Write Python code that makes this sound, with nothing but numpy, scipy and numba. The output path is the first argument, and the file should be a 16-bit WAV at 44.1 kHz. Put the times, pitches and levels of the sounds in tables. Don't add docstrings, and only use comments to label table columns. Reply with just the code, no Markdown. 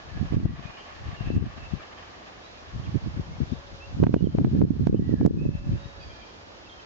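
import sys
import numpy as np
from scipy import signal
from scipy.fft import rfft, irfft
from scipy.io import wavfile
from numba import njit

SR = 44100
rng = np.random.default_rng(int(sys.argv[2]) if len(sys.argv) > 2 else 0)


def master_out(mix):
    frames = np.transpose(np.atleast_2d(mix))
    ceiling = np.clip(frames, -1, 1)
    pcm = np.round(ceiling * 32767).astype(np.int16)
    wavfile.write(sys.argv[1], SR, pcm)


N = 302085
T = np.arange(N) / SR
FREQS = np.fft.rfftfreq(N, 1 / SR)
PULSE_T = np.arange(-SR // 20, SR // 20) / SR
LOAD_RISE_DB_PER_S, LOAD_FALL_DB_PER_S = 122, 152

# (time [s], relative level [dB], frequency [Hz], left minus right [dB])
BUFFETS = [(0.176, -22, 114, 11), (0.215, -12.5, 112, -20), (0.229, -13.5, 181, -26),
           (0.24, -20.5, 135, -14), (0.325, -9.5, 177, -12), (0.335, -16, 328, -10), (0.345, -9.5, 161, -8),
           (0.369, -3, 139, -6), (0.402, -16.5, 200, 15), (0.436, -15, 101, 9), (0.457, -4, 159, 25),
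           (0.496, -19, 95, 9), (0.507, -15, 115, -16), (0.537, -18, 155, 14), (0.595, -19, 120, 23),
           (0.658, -30, 91, 27), (0.694, -43, 100, 37), (1.085, -25, 98, 16.5), (1.13, -31, 100, -2),
           (1.209, -19, 183, 14), (1.273, -16, 96, 6), (1.304, -10.5, 348, 12), (1.338, -19, 165, -3),
           (1.366, -9, 188, -1.5), (1.378, -4, 124, 7), (1.425, -8, 115, 25), (1.465, -19.5, 126, -5),
           (1.58, -25, 167, 15), (1.737, -12.5, 160, 23), (2.763, -30, 113, 11), (2.8, -21.5, 125, -14),
           (2.879, -22, 88, 0.5), (2.893, -17.5, 131, -30), (2.947, -14, 174, -6), (2.957, -11, 167, -34),
           (2.969, -17.5, 130, -22), (3.063, -16.5, 141, -5), (3.141, -28.5, 142, 4),
           (3.073, -20, 139, -29), (3.171, -17.5, 95, 15), (3.198, -16, 215, 6.5), (3.405, -15, 247, 9),
           (3.419, -13.5, 134, 9), (3.434, -20, 134, 18), (3.524, -12.5, 92.5, 19), (3.732, -26, 146, 21),
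           (3.948, -19.5, 110, -9), (3.971, -18.5, 138, 19), (4.001, -7.5, 197, -3), (4.03, 0.5, 287, -9),
           (4.042, -1, 150, -5), (4.069, 0, 218, -5.5), (4.095, -3.5, 204, -7), (4.142, 4, 238, -4.5),
           (4.165, -3, 318, 0), (4.209, -9.5, 243, -7), (4.227, -0.5, 132, -19), (4.243, 0.5, 187, -10),
           (4.272, -2.5, 280, -11), (4.351, -4, 292, 6), (4.385, -2, 126, 7), (4.411, -6.5, 202, 2.5),
           (4.448, 0, 188, -16.5), (4.472, -9.5, 290, 13), (4.534, -11.5, 180, -12), (4.552, -9.5, 280, 6),
           (4.566, -9.5, 228, -8), (4.583, -14.5, 163, 17.5), (4.61, -3, 200, -3), (4.617, -3.5, 370, 12.5),
           (4.624, 1, 240, -5), (4.639, -0.5, 140, 0.5), (4.651, -2.5, 219, -4.5), (4.675, -12.5, 142, 0),
           (4.707, -2, 174, -29), (4.736, -13.5, 198, -5), (4.766, -12, 194, -5), (4.797, -7.5, 177, 6),
           (4.809, -6.5, 155, -14), (4.825, -15.5, 129, -5.5), (4.871, 1.5, 175, -10.5),
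           (4.897, -1, 180, 1), (4.928, -4, 227, 2.5), (4.947, -0.5, 220, -12), (4.996, 0.5, 174, -9.5),
           (5.023, -6.5, 162, -6), (5.082, -20.5, 185, -10), (5.094, -5.5, 250, -9), (5.112, -8.5, 171, -8),
           (5.128, -6.5, 233, -5), (5.14, 0.5, 227, -10), (5.215, -3.5, 165, -2.5), (5.231, -3.5, 231, -26),
           (5.252, 4, 249, -3), (5.263, 6, 165, -10), (5.277, 2, 265, -11), (5.31, -3.5, 233, 3),
           (5.343, -4.5, 151, 4), (5.374, -5.5, 180, 4.5), (5.454, -10, 323, 1.5), (5.462, -5.5, 134, -1),
           (5.491, -3.5, 208, -6), (5.554, -12.5, 150, 14), (5.599, -30, 144, -13), (5.67, -17, 89, -11),
           (5.696, -14.5, 110, -21), (5.721, -16.5, 145, 13), (5.739, -15, 106, 0.5),
           (5.756, -18, 199, -13), (5.859, -31.5, 124, 18)]


def undb(db):
    return 10 ** (np.asarray(db) / 20)


def unit(x):
    return x / np.sqrt(np.mean(x ** 2))


def colour(points):
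    hz, db = np.transpose(points)
    return undb(np.interp(np.log(FREQS + 1), np.log(hz), db))


def resonances(modes):
    return sum(undb(db) / (1 + 2j * (FREQS - hz) / width) for hz, width, db in modes)


def noise(gain):
    return irfft(rfft(rng.standard_normal(N)) * gain, N)


def walk(bandwidth_hz):
    return unit(noise(np.exp(-(FREQS / bandwidth_hz) ** 2)))


def swell(s, hold, rise_db_per_s, fall_db_per_s):
    return -rise_db_per_s * np.maximum(s - T, 0) - fall_db_per_s * np.maximum(T - s - hold, 0)


def add(track, s, sound, pan_db):
    start = int(s * SR)
    part = sound[..., :max(N - start, 0)]
    track[:, start:start + part.shape[-1]] += undb(np.minimum([[pan_db], [-pan_db]], 0)) * part


def wind(gust_db=2):
    rumble = undb(gust_db) * np.array([turbulence(db) for db in airspeed()])
    return rumble + buffets() + snaps() + shoves()


def airspeed(breeze_db=-89, wake_db=-17.5, wake_growth=0.58, lull_db=2.5):
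    # (time at full strength [s], hold [s], relative level [dB], left minus right [dB])
    gusts = [(0.154, 0.084, -36, 1), (0.341, 0.17, -32, -3.5), (1.059, 0.044, -41.5, 2),
             (1.282, 0.15, -28, 2.5), (1.6, 0.059, -45, 1), (2.755, 0.19, -40, 0.5),
             (3.049, 0.025, -34, -0.5), (3.15, 0.4, -43.5, 1.5), (3.74, 0.024, -50.5, 6.5),
             (4.014, 0.11, -22.5, -3), (4.222, 0.047, -22, -3), (4.345, 0.13, -24, 0),
             (4.514, 0.91, -24, -1), (5.45, 0.037, -25, 1), (5.53, 0.094, -31.5, -5.5),
             (5.654, 0.075, -26.5, -1.5), (6.006, 0.065, -48, -5)]
    level, sides = np.full((2, N), breeze_db), np.array([[1], [-1]])
    for s, hold, db, pan_db in gusts:
        gust = db + swell(s, hold, rise_db_per_s=237.5, fall_db_per_s=194)
        level = np.maximum(level, gust + sides * pan_db / 2)
    for s, db, _, pan_db in BUFFETS:
        wake = wake_db + wake_growth * db + swell(s, 0, rise_db_per_s=703.5, fall_db_per_s=581.5)
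        level = np.maximum(level, wake + np.minimum(sides * pan_db, 0))
    return level + lull_db * np.tanh(walk(14))


def turbulence(wind_db, scatter_db=2, flutter_db=2, strong_db=-18, grille_hz=470):
    # (frequency [Hz], rate [1/s], relative level [dB], growth [dB per dB of wind])
    eddies = [(60, 49, -12, 0.5), (111.8, 90, -2, 1.0), (193.4, 130, -1, 1.46), (370, 140, -8.5, 3.5)]
    out, wind_db = 0, wind_db + flutter_db * np.tanh(walk(30))
    for hz, rate, db, growth in eddies:
        strengths = undb(scatter_db * np.minimum(rng.exponential(size=N), 3)) * rng.choice([-1, 1], N)
        arrivals = rng.random(N) < rate / SR
        stream = signal.fftconvolve(strengths * arrivals, eddy(hz), "same")
        out = out + unit(stream) * undb(db + strong_db + growth * (wind_db - strong_db))
    return signal.sosfilt(signal.butter(4, grille_hz, fs=SR, output="sos"), out)


def eddy(hz):
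    u = (np.pi * hz * PULSE_T) ** 2
    return (1 - 2 * u) * np.exp(-u)


def buffets(gain_db=-2, core_hz=286, core_db=-10.5, core_growth=0.44):
    out = np.zeros((2, N))
    for s, db, hz, pan_db in BUFFETS:
        core = undb(core_db + core_growth * db) * eddy(core_hz)
        near = undb(db + gain_db) * (eddy(hz) + core)
        far = np.roll(near, int(SR / hz / 3))
        add(out, s + PULSE_T[0], np.array([near, far] if pan_db > 0 else [far, near]), pan_db)
    return out


def snaps(gain_db=-4, crackle_db=-25):
    # (time [s], relative level [dB], frequency [Hz], left minus right [dB])
    overloads = [(.457, -26.5, 466, 9), (1.304, -43, 426, 13), (4.037, -14, 685, -3),
                 (4.039, -15, 750, -13.5), (4.068, -11, 660, -20), (4.142, -4.5, 640, -12.5),
                 (4.1428, -11, 950, -9), (4.386, -13, 510, 23), (4.447, -15, 720, -19),
                 (4.616, -14, 573, 18.5), (4.871, -8, 634, -24.5), (4.871, -18.5, 3500, 13),
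                 (5.212, -18, 533, -23), (5.252, -11.5, 440, -24.5), (5.262, -11, 450, 6.5),
                 (5.263, -9, 5550, 12)]
    # (frequency [Hz], bandwidth [Hz], level [dB])
    cavity_modes = [(698, 190, 10), (928, 37, -2.5), (1534, 110, -1.5)]
    out = np.zeros((2, N))
    for s, db, hz, pan_db in overloads:
        snap = cusp(hz) + undb(crackle_db) * crackle()
        add(out, s + PULSE_T[0], undb(db + gain_db) * snap, pan_db)
    return irfft(rfft(out) * (1 + resonances(cavity_modes)), N)


def cusp(hz, roundness=0.3):
    u = 2 * np.pi * hz * PULSE_T
    pulse = np.gradient(u * np.exp(-np.hypot(u, roundness)))
    return pulse / pulse.max()


def crackle(spread_s=0.0026, edge_hz=2600):
    white = rng.standard_normal(len(PULSE_T))
    hiss = signal.sosfilt(signal.butter(2, edge_hz, fs=SR, output="sos"), white)
    return unit(hiss) * np.exp(-abs(PULSE_T) / spread_s)


def shoves(spread_s=0.008):
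    # (time [s], peak level [dB])
    pulses = [(0.357, -6.5), (0.469, -5), (1.287, -8), (1.373, -7.5), (4.05, -13), (4.157, -14),
              (4.895, -8), (5.165, -10), (5.285, -7.5), (5.48, -7.5), (5.6, -6.5)]
    return sum(undb(db) * np.exp(-0.5 * ((T - s) / spread_s) ** 2) for s, db in pulses)


def diesel(shaft_hz=27.1, wander=0.013, fade_db=3):
    # (multiple of shaft speed [-], rms level [dB])
    orders = [(2, -66.5), (3, -91.5), (11, -75), (13, -78)]
    turns = np.cumsum(shaft_hz * (1 + wander * walk(4.3))) / SR
    return sum(undb(db + fade_db * walk(6.5)) * np.sqrt(2) * np.sin(2 * np.pi * k * turns)
               for k, db in orders)


def oil_rush(level_db=-48, flutter_db=2.5):
    # (frequency [Hz], bandwidth [Hz], relative level [dB])
    boom_modes = [(697, 190, 6), (1140, 177, 5.5), (1720, 260, 1), (2490, 2130, -3.5)]
    body = sum(abs(resonances([(hz, width, 0)])) ** 2 * undb(db) for hz, width, db in boom_modes)
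    flow_db = level_db + swell(s=1.0, hold=0.3, rise_db_per_s=2, fall_db_per_s=5)
    return np.array([unit(noise(body)) for _ in range(2)]) * undb(flow_db - flutter_db * walk(28))


def pump(sag_hz_per_s=25, wander=0.003, fade_db=2):
    # (time [s], hold [s], frequency at that time [Hz], level [dB])
    loads = [(3.162, 0.12, 558, -58.5), (3.563, 0.31, 562.4, -54.5), (5.45, 0.52, 570, -51.5)]
    # (harmonic number [-], relative level [dB])
    partials = [(1, -0.5), (3, -27.5)]
    out, speed, fading_db = 0, 1 + wander * walk(25), fade_db * walk(3)
    for s, hold, hz, db in loads:
        phase = 2 * np.pi * np.cumsum((hz - sag_hz_per_s * (T - s)) * speed) / SR
        whine = sum(undb(partial_db) * np.sin(k * phase) for k, partial_db in partials)
        out = out + whine * undb(db + fading_db + swell(s, hold, LOAD_RISE_DB_PER_S, LOAD_FALL_DB_PER_S))
    return out


def valve(width_hz=45):
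    # (time [s], hold [s], frequency [Hz], level [dB])
    valve_tone = (4.5, 1.7, 1720.5, -63.5)
    s, hold, hz, db = valve_tone
    band = abs(resonances([(hz, width_hz, 0)])) ** 2
    level_db = db + swell(s, hold, LOAD_RISE_DB_PER_S, LOAD_FALL_DB_PER_S)
    return np.array([unit(noise(band)) for _ in range(2)]) * undb(level_db)


def bucket(scrape_s=0.0073, reverb_db=-15):
    # (time [s], peak level [dB])
    knocks = [(1.797, -37), (1.911, -49), (2.05, -50)]
    # (frequency [Hz], relative level [dB], time to decay by 60 dB [s])
    modes = [(629, 4, 0.15), (800, 1, 0.1), (1270, 11, 0.053), (1348, 4, .09), (1650, 3, 0.053),
             (2346, 4, 0.09)]
    out, t = np.zeros((2, N)), T[:SR // 4]
    ring = sum(undb(db - 60 * t / t60) * np.sin(2 * np.pi * hz * t) for hz, db, t60 in modes)
    for s, db in knocks:
        scrape = rng.standard_normal(len(t)) * np.exp(-t / scrape_s)
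        knock = signal.fftconvolve(ring, scrape)
        add(out, s, undb(db) * knock / abs(knock).max(), pan_db=0)
    return out + undb(reverb_db) * forest(out, t60=0.67)


def pivots(unsteady=0.023, pan_db=-2, direct_db=-5, scattered_db=-1):
    # (time [s], duration [s], fundamental [Hz], relative level [dB])
    squeaks = [(5.999, 0.044, 833, -50.5), (6.093, 0.039, 808, -47), (6.212, 0.037, 798, -48)]
    # (harmonic number [-], relative level [dB])
    partials = [(3, 0), (4, -1.5)]
    out, wobble = np.zeros((2, N)), unsteady * walk(130)
    for s, length, hz, db in squeaks:
        for k, partial_db in partials:
            tone = whistle(length, k * hz, k * hz, wobble[int(s * SR):])
            add(out, s, undb(db + partial_db) * tone, pan_db)
    return distance(undb(direct_db) * out, undb(scattered_db) * out)


def birds(pan_db=-3, rasp_hz=140, chip_db=-55, chip_count=20):
    # (time [s], duration [s], start pitch [Hz], end pitch [Hz], level [dB],
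    # scattered share [-], rasp [fraction of pitch])
    notes = [(.087, 0.1, 1810, 1667, -45.5, 0.7, 0.021), (.42, 0.14, 1960, 1914, -50, 0.7, 0.01),
             (.6, 0.22, 2544, 2380, -50, 0.98, 0.0099), (.7, 0.14, 2870, 2800, -52.5, 0.7, 0.027),
             (.77, 0.05, 2880, 3140, -47, 0.6, 0.031), (1.159, 0.074, 2846, 2690, -45.5, 0.84, .012),
             (1.225, 0.1, 2653, 2645, -43, 1.1, 0.0094), (1.582, 0.095, 2700, 2620, -47, 0.7, 0.013),
             (1.95, 0.042, 3235, 3090, -52, 0.83, 0.017), (2.433, 0.044, 3720, 4000, -51, 0.5, 0.013),
             (2.825, 0.032, 2870, 3250, -54, .4, 0.038), (2.857, 0.017, 3070, 2450, -48, 0, 0.035),
             (3.31, 0.051, 2035, 2210, -55.5, 0.4, 0.016), (3.44, 0.15, 3550, 3670, -54, 0.75, 0.036),
             (3.803, 0.064, 2540, 2750, -44.5, 0.08, 0.006), (4.165, 0.046, 3090, 2860, -48, 0.24, 0.034),
             (4.237, 0.037, 3500, 3000, -46.5, 0.5, 0.0096), (4.93, 0.06, 2450, 3130, -51, 0.1, 0.041),
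             (4.992, 0.18, 1955, 1885, -50, 0.65, 0.013), (5.115, .1, 1824, 1703, -45, 0.63, 0.014),
             (5.375, 0.062, 2503, 2625, -42.5, 0.95, 0.011), (5.47, 0.17, 2630, 2636, -49, 1, 0.012),
             (5.73, 0.063, 2350, 2860, -55.5, 0.84, 0.013), (5.78, 0.12, 1894, 1910, -59, 0.5, .004),
             (5.77, 0.19, 3780, 3820, -54.5, 0.6, 0.008), (5.996, 0.058, 4630, 4680, -48, 0.9, 0.024),
             (6.13, .16, 4790, 4740, -60, .85, .022), (6.663, 0.02, 2750, 2670, -49, 0.06, 0.013),
             (6.683, 0.07, 3240, 3226, -48.5, 0.4, 0.012), (6.693, 0.015, 3780, 3360, -49, 0, 0.044),
             (6.718, .016, 3200, 3730, -52, 0, 0.045), (6.788, 0.02, 3180, 3080, -49, 0.1, .02),
             (6.797, 0.0085, 2850, 2470, -49, .2, 0.033)]
    direct, scattered, wobble = np.zeros((2, N)), np.zeros((2, N)), walk(rasp_hz)
    chips = []
    for when, pitch, slide in rng.random((chip_count, 3)):
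        hz = 2500 + 2000 * pitch
        chips.append((when * T[-1], 0.018, hz, hz - 300 + 600 * slide, chip_db - 5 * pitch, 0.3, 0.02))
    for s, length, start_hz, end_hz, db, share, rasp in [*notes, *chips]:
        note = undb(db) * whistle(length, start_hz, end_hz, rasp * wobble[int(s * SR):])
        share = np.clip(share, 0, 1)
        add(direct, s, np.sqrt(1 - share) * note, pan_db)
        add(scattered, s, np.sqrt(share) * note, pan_db)
    return distance(direct, scattered)


def whistle(length, start_hz, end_hz, wobble):
    u = np.linspace(0, 1, int(length * SR))
    hz = (end_hz + (start_hz - end_hz) * (1 - u) ** 2) * (1 + np.resize(wobble, len(u)))
    return np.sqrt(abs(np.sin(np.pi * u))) * np.sin(2 * np.pi * np.cumsum(hz) / SR)


def distance(direct, scattered, near_db=-5, deep_db=-1):
    blur = undb(near_db) * forest(scattered, t60=0.11)
    return direct + blur + undb(deep_db) * forest(scattered, t60=0.8)


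def forest(x, t60):
    tails = rng.standard_normal((2, SR)) * np.exp(-np.log(1000) * T[:SR] / t60)
    tails /= np.sqrt(np.sum(tails ** 2, axis=1, keepdims=True))
    return signal.fftconvolve(x, tails, axes=1)[:, :N]


def field(level_db=-49.5, waver_db=0.67, pan_db=-1):
    # (frequency [Hz], relative level [dB])
    ambience = [(20, 3), (35, 11.5), (55, 5), (95, 5.5), (130, -0.5), (240, 1), (620, 0.5), (1000, -3),
                (2070, -11.5), (3200, -12.5), (5000, -14.5), (6200, -17.5), (7260, -24), (8000, -40)]
    # (frequency [Hz], side minus mid [dB])
    width = [(60, -17.5), (180, -3.5), (530, 0), (920, 1), (1600, 5.5), (4700, 4), (8000, -2.5)]
    out, spectrum = 0, unit(colour(ambience))
    octave = np.log2(np.maximum(FREQS, 32) / 32)
    for k in range(9):
        band = spectrum * np.sqrt(np.maximum(1 - abs(octave - k), 0))
        mid, side = noise(band), noise(band * colour(width))
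        out = out + np.array([mid + side, mid - side]) * undb(waver_db * walk(18))
    return out * undb(level_db + np.array([[pan_db], [-pan_db]]) / 2)


def scene():
    return field() + diesel() + oil_rush() + pump() + valve() + bucket() + pivots() + birds() + wind()


@njit
def follow(x, attack, release):
    out, envelope = np.empty(len(x)), 0.
    for i in range(len(x)):
        envelope += (x[i] - envelope) * (attack if x[i] > envelope else release)
        out[i] = envelope
    return out


def record(dry, limit_db=-15, attack_s=0.018, release_s=0.16, low_cut_hz=38, top_hz=7600):
    envelope = follow(abs(dry).max(axis=0), 1 / (attack_s * SR), 1 / (release_s * SR))
    gain = 1 / np.maximum(envelope / undb(limit_db), 1)
    low_cut = 1 / (1 + (low_cut_hz / (FREQS + 1)) ** 6)
    sound = np.tanh(irfft(rfft(dry) * low_cut, N) * gain)
    return signal.sosfilt(signal.ellip(8, 0.2, 70, top_hz, fs=SR, output="sos"), sound)


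dry = scene()
out = record(dry)
master_out(out)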